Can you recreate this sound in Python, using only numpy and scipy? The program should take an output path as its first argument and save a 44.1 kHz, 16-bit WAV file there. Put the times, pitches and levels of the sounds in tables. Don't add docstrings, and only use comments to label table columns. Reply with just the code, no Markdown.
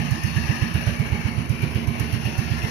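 import sys
import numpy as np
from scipy import signal
from scipy.io import wavfile
from scipy.ndimage import uniform_filter1d

SR = 44100
rng = np.random.default_rng(int(sys.argv[2]) if len(sys.argv) > 2 else 0)


def elevation(decibels):
    levels = np.asarray(decibels, float)
    return 10 ** (levels / 20)


def transcribe(u):
    v = np.clip(np.atleast_2d(u).T, -1, 1)
    q = np.round(v * 32767).astype(np.int16)
    wavfile.write(sys.argv[1], SR, q)


N = 119070

# start in seconds, thump level in dB, puff level in dB,
# level of the thump at the left microphone in dB.
FIRINGS = [(-0.016, -1, -55, -22), (0.108, -1.0, -39, -66), (0.235, -1.3, -39, -48),
           (0.358, -0.5, -40, -29), (0.4857, 0, -50, -20), (0.6129, 0.4, -44, -19),
           (0.7389, -0.7, -41, -13), (0.8645, 0.7, -41.5, -14.1), (0.991, -1, -44, -19.5),
           (1.116, -2, -46.5, -17), (1.244, -1.2, -55, -21), (1.3692, -2, -62, -27),
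           (1.4933, -0.2, -43, -29), (1.62, -1.5, -43.5, -16), (1.7465, -1.5, -44.5, -17),
           (1.872, -0.5, -42, -30.5), (1.9969, -1.5, -39, -18), (2.125, -1, -42.5, -29),
           (2.2505, -2, -40.5, -16), (2.3774, -0.5, -39, -31), (2.503, -0.5, -43.5, -27),
           (2.6282, -3.5, -43, -23)]
# time in seconds, level in dB.
RUSH = [(0, -35), (.15, -36), (.35, -34.5), (.53, -34), (.7, -36), (.9, -35), (1.02, -38.5), (1.15, -37.5),
        (1.3, -36), (1.47, -39.5), (1.6, -37.5), (1.75, -37), (1.9, -39), (2.1, -35.5), (2.35, -37),
        (2.7, -34.5)]
RUSH_REF_DB = -38
# time in seconds, how far it is turned to the drone (0-1).
FACING = [(0, 0.61), (.5, 0.94), (.75, 0.63), (.9, 0.75), (1.0, 0.18), (1.15, 0.32), (1.6, 0.24),
          (1.9, 0.18), (2.05, 0.42), (2.2, 0.57), (2.35, 0.85), (2.7, 0.55)]


def evened(x):
    return x / np.sqrt(np.mean(x ** 2) + 1e-20)


def read(points, hz):
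    f, value = np.transpose(points)
    return np.interp(np.log(hz + 1), np.log(f + 1), value)


def curve(points, t):
    return np.interp(t, *np.transpose(points))


def facing_drone(t):
    return np.clip(curve(FACING, t), 0, 1)


def add(mix, s, sound):
    k = round(s * SR)
    sound = sound[..., max(-k, 0):]
    part = mix[..., max(k, 0):][..., :sound.shape[-1]]
    part += sound[..., :part.shape[-1]]


def resonate(x, hz, width):
    turn = np.exp(2j * np.pi * np.cumsum(hz * np.ones(x.shape[-1])) / SR)
    r = np.exp(-np.pi * width / SR)
    return 2 * (turn * signal.lfilter([1 - r], [1, -r], x / turn)).real


def resonate_twice(x, hz, width):
    return resonate(resonate(x, hz, width), hz, width)


def boom(t):
    sag_db_per_s = -49
    fired = np.transpose(FIRINGS)[0]
    since = t - fired[np.searchsorted(fired, t) - 1]
    return uniform_filter1d(sag_db_per_s * (since - .06), size=600)


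def blades():
    # pitch in Hz, width in Hz, level in dB, left microphone in dB.
    drone_tones = [(72.4, 15.4, -31.5, -16), (151.4, 28.5, -33.5, -10), (228.36, 5.4, -44.5, -8),
                   (282, 54, -50, -2), (334.8, 39, -49, -1), (400.3, 50, -59.5, 9), (671, 76, -59, -1),
                   (1820, 28, -63, 17), (2618, 120, -61, 18),
                   (1700, 21, -61, 14.5), (1903, 28, -64.5, 11.5), (2202, 11, -66.5, 9.5),
                    (2476, 15, -67.5, 17), (2567, 27, -64.5, 11), (2770, 37, -64.5, 19.5),
                    (4300, 48, -67, 18), (5460, 25, -73, 11), (6030, 40, -78, 14)]
    waver, waver_s = .012, .15
    turn_db, boom_top_hz = 10, 300
    out, t = np.zeros((2, N)), np.arange(N) / SR
    near_db = curve(RUSH, t) - RUSH_REF_DB + turn_db * (facing_drone(t) - 1)
    knots = np.arange(0, 3.2, waver_s)
    for hz, width, db, left_db in drone_tones:
        drift = np.interp(t, knots, rng.standard_normal(len(knots)))
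        pitch = hz * (1 + waver * uniform_filter1d(drift, size=4000))
        a, b = resonate_twice(rng.standard_normal((2, N)), pitch, width)
        pair = np.array([elevation(left_db) * evened(a + 0.52 * b), evened(a)])
        out += elevation(db + near_db * (hz > 1000) + boom(t) * (hz < boom_top_hz)) * pair
    return out


def clatter():
    rise_s, fall_s, share = 0.012, 0.057, 0.25
    t, out = np.arange(round(.25 * SR)) / SR, np.zeros(N)
    shape = (1 - np.exp(-t / rise_s)) * np.exp(-t / fall_s)
    for s, _, _, left_db in FIRINGS:
        add(out, s, elevation(share * (left_db + 13.0)) * shape)
    return out


def puffs():
    rise_s, muffled_rise_s, snap_s, tail_s, tail = 0.00064, .005, 0.0066, 0.057, 0.82
    crack_gain, crack_rise_s, crack_s, crack_from_db = 1.5, 0.00035, 0.0029, -48
    t, out = np.arange(round(.2 * SR)) / SR, np.zeros(N)
    fall = np.exp(-t / snap_s) + tail * np.exp(-t / tail_s)
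    crack_shape = np.minimum(t / crack_rise_s, 1) * np.exp(-t / crack_s)
    for s, _, db, _ in FIRINGS:
        puff_db = db - 4
        away = facing_drone(s) ** 2
        rise = 1 - np.exp(-t / (rise_s + muffled_rise_s * away))
        crack = crack_gain * elevation(2.1 * (puff_db - crack_from_db)) * crack_shape
        add(out, s, elevation(puff_db) * (rise * fall + (1 - away) * crack))
    return out


def microphone_colours(hz, t):
    # frequency in Hz, level in dB per Hz.
    left_low = [(40, -92), (70, -85), (110, -107), (190, -64.5), (300, -67.5), (420, -68), (600, -70),
                (1000, -67.5)]
    left_facing = [(1400, -71.5), (1800, -63), (2000, -68.5), (2250, -70), (2450, -66), (2700, -64.5),
                   (3000, -71.5), (3400, -80.5)]
    left_away = [(1400, -74.5), (1800, -74), (2000, -72), (2250, -60), (2450, -68), (2700, -70),
                 (3000, -67.5), (3400, -84)]
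    left_high = [(4000, -82.5), (5000, -78), (6300, -78), (6800, -86.5), (7200, -106), (8600, -115),
                 (11300, -93), (12600, -105)]
    left_top = [(14900, -101), (15500, -112)]
    right_spectrum = [(40, -92), (70, -49.5), (110, -55), (190, -53.5), (270, -62), (500, -75.5), (700, -65),
                      (1300, -72),
                      (1500, -71), (1780, -71), (2100, -77.5), (2800, -83.5), (3200, -84), (4300, -84.5),
                 (5300, -87.5), (6500, -92.5),
                      (7100, -96.5), (7650, -102), (8600, -93.5), (9400, -85), (10000, -81), (11200, -84),
                  (13000, -90.5), (15200, -99),
                      (15350, -104), (15800, -108)]
    # frequency in Hz, lift in dB.
    turn_lift = [(3000, -0.5), (4000, 2.5), (5500, 9), (7000, 0.5), (10000, -1.5)]
    facing = facing_drone(t)
    towards = read(left_low + left_facing + left_high + left_top, hz)
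    away = read(left_low + left_away + left_high + left_top, hz)
    left = np.outer(towards, facing) + np.outer(away, 1 - facing)
    left = left + np.outer(read(turn_lift, hz), facing - .5)
    right = read(right_spectrum, hz)[:, None] + 0 * left
    return np.array([left, right])


def air():
    # frequency in Hz, share of the level change.
    follow = [(200, 0.033), (1000, 0.058), (2000, 0.62), (6000, 1), (10000, 0.9)]
    # frequency in Hz, likeness (0-1).
    likeness = [(60, 0.98), (250, 0.71), (450, 0.47), (900, 0.28), (1400, 0.11), (2500, 0.22), (6000, 0.53),
                (12000, .15)]
    # time in seconds, first dip in Hz.
    bounce = [(0, 516), (.6, 480), (.8, 704), (1.1, 1110), (1.5, 1260), (1.9, 1450), (2.3, 1500),
              (2.7, 1420)]
    # frequency in Hz, level in dB.
    puff_colour = [(300, 28), (1000, 42), (2500, 34), (5000, 43.5), (8000, 47.5), (12000, 52)]
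    rattle_colour = [(200, 0.5), (350, 12), (700, 3), (1300, 4), (2500, 7), (4000, 10), (7000, -3)]
    puff_left = [(3000, -11), (6000, 1.5), (9000, 7.5), (15000, -35)]
    lag_s, lag_from_hz = 0.000512, 620
    bounce_gain, bounce_fade_hz = 0.24, 1850
    flicker_db, patch_db, strand_db, trim_db = 1.14, 1.2, 2.6, -2

    shared, own = rng.standard_normal((2, 3, N))
    flicker = elevation(flicker_db * evened(uniform_filter1d(rng.standard_normal(N), size=900)))
    level = np.array([flicker, puffs(), clatter()])
    hz, t, a = signal.stft(shared * level, SR, nperseg=1024, noverlap=768)
    b = signal.stft(own * level, SR, nperseg=1024, noverlap=768)[2]
    same = np.clip(read(likeness, hz), 0, 1)[:, None]
    lag = lag_s * (1 - np.exp(-(hz / lag_from_hz) ** 2))
    b = same * a * np.exp(-2j * np.pi * hz * lag)[:, None] + np.sqrt(1 - same ** 2) * b

    patches = rng.standard_normal((len(t), len(hz), 2)).T
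    patches = evened(uniform_filter1d(uniform_filter1d(patches, size=9, axis=1), size=14, axis=2))
    strands = rng.standard_normal((len(t), len(hz))).T
    strands = evened(uniform_filter1d(uniform_filter1d(strands, size=2, axis=0), size=45, axis=1))

    rush = elevation(read(follow, hz)[:, None] * (curve(RUSH, t) - RUSH_REF_DB))
    echo = bounce_gain * np.exp(-hz / bounce_fade_hz)[:, None]
    comb = abs(1 + echo * np.exp(1j * np.pi * hz[:, None] / curve(bounce, t)))
    puff = elevation(read(puff_colour, hz))[:, None]
    rattle = elevation(read(rattle_colour, hz))[:, None]
    shade = elevation(read(puff_left, hz))[:, None]
    left = b[0] * rush + b[1] * puff * shade + b[2] * rattle
    right = a[0] * rush + a[1] * puff + a[2] * rattle
    colour_db = microphone_colours(hz, t) + patch_db * patches + strand_db * strands + trim_db
    z = np.array([left, right]) * comb * elevation(colour_db) * np.sqrt(SR / 2)
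    return signal.istft(z, SR, nperseg=1024, noverlap=768)[1][:, :N]


def ducked(x):
    share, width_s, top_hz, from_db = .5, .016, 600, -20
    t, dip_db = np.arange(round(.08 * SR)) / SR, np.zeros(N)
    dip = np.exp(-((t - .026) / width_s) ** 2)
    for s, _, _, left_db in FIRINGS:
        add(dip_db, s - .01, share * min(left_db - from_db, 0) * dip)
    low = signal.sosfiltfilt(signal.butter(1, top_hz, fs=SR, output="sos"), x[0])
    return np.array([x[0] + low * (elevation(dip_db) - 1), x[1]])


def knocks():
    # start in seconds, upper ring in dB, lower ring in dB.
    valve_knocks = [(0.001, -32, -43), (0.078, -34, -44), (0.234, -49, -32), (0.362, -28, -27),
                    (0.478, -28, -27.5), (0.508, -44, -35), (0.556, -30, -32), (0.614, -35, -31),
                    (0.74, -30.5, -39), (0.866, -46, -44), (1.619, -40, -41), (1.998, -36.5, -36),
                    (2.126, -52, -46), (2.251, -26.5, -40), (2.38, -49, -40), (2.504, -47, -41),
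                    (2.619, -28, -53)]
    upper_hz, upper_width_hz, upper_s = 2670, 370, 0.023
    lower_hz, lower_width_hz, lower_s = 1780, 180, 0.054
    rise_s, right_db = 0.00081, -20
    t, out = np.arange(round(.12 * SR)) / SR, np.zeros(N)
    rise = 1 - np.exp(-t / rise_s)
    noise = rng.standard_normal((len(valve_knocks), 2, len(t)))
    for (s, upper_db, lower_db), (a, b) in zip(valve_knocks, noise):
        upper = evened(resonate_twice(a, upper_hz, upper_width_hz)) * np.exp(-t / upper_s)
        lower = evened(resonate_twice(b, lower_hz, lower_width_hz)) * np.exp(-t / lower_s)
        add(out, s, rise * (elevation(upper_db) * upper + elevation(lower_db) * lower))
    return out * elevation(np.array([[0], [right_db]]))


def exhaust():
    # delay in seconds, level in dB.
    pipe_echoes = [
        (0.026, -15),
        (0.066, -20),
        (0.091, -27),
    ]
    low_hz, top_hz, sweep_s = 89.2, 232.16, 0.028
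    thump_db, peak_s, sharp = -9, 0.015, 3.15
    ring_db, ring_t60_s, ring_left_db = -6, 0.31, -9.5
    overtone_db, overtone_left_db, overtone_s = -33, 6, .021
    echo_left_db = -14.

    def panned(left_db):
        return elevation(np.array([[left_db], [0]]))

    t, out = np.arange(round(.25 * SR)) / SR, np.zeros((2, N))
    u = t / peak_s
    swell = u * np.exp(1.5 * (1 - u ** sharp) / sharp)
    v = (t / overtone_s) ** 2
    overtone_swell = v * np.exp(1 - v)
    vary = rng.standard_normal((len(FIRINGS), 5))
    for (s, db, _, left_db), luck in zip(FIRINGS, vary):
        opened = 1 - np.exp(-(t / (sweep_s * (1 + 0.067 * luck[0]))) ** 3)
        hz = low_hz * (1 + 0.015 * luck[1]) * (1 - opened) + top_hz * opened
        phase = 2 * np.pi * np.cumsum(hz) / SR
        wave = -np.sin(phase)
        overtone = np.sin(2 * phase) * overtone_swell * elevation(thump_db + overtone_db + 2 * luck[4])
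        add(out, s, overtone * panned(overtone_left_db + 0.19 * (left_db + 14.0)))
        thump = wave * swell * elevation(thump_db + db)
        ring = wave * opened * elevation(thump_db + db + ring_db - 60 * t / ring_t60_s)
        add(out, s, thump * panned(left_db) + ring * panned(ring_left_db))
        for (delay, echo_db), echo_luck in zip(pipe_echoes, luck[2:]):
            add(out, s + delay, thump * elevation(echo_db + 2.0 * echo_luck) * panned(echo_left_db))
    return out


def scene():
    return exhaust() + ducked(blades() + air()) + knocks()


def top_cut(x):
    return signal.sosfilt(signal.butter(12, 15690, fs=SR, output="sos"), x)


def record(dry):
    # frequency in Hz, level in dB per Hz.
    quiet = [(6500, -102), (7100, -99), (8000, -100), (8600, -98), (9300, -102), (13000, -102),
             (14500, -98.5), (15200, -98), (15800, -97)]
    cut = signal.sosfilt(signal.butter(2, 42, "highpass", fs=SR, output="sos"), dry)
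    hz, _, z = signal.stft(cut, SR, nperseg=2048, noverlap=1024, scaling="psd")
    band = np.arange(len(hz)) // 6
    power = np.add.reduceat(2 * abs(z) ** 2, np.arange(0, len(hz), 6), axis=1)[:, band] / 6
    loud_enough = 10 * np.log10(power + 1e-20) > read(quiet, hz)[:, None]
    kept = loud_enough | (hz < 6500)[:, None]
    out = signal.istft(z * kept, SR, nperseg=2048, noverlap=1024, scaling="psd")[1][:, :N]
    return top_cut(out)


dry = scene()
out = record(dry)
transcribe(out)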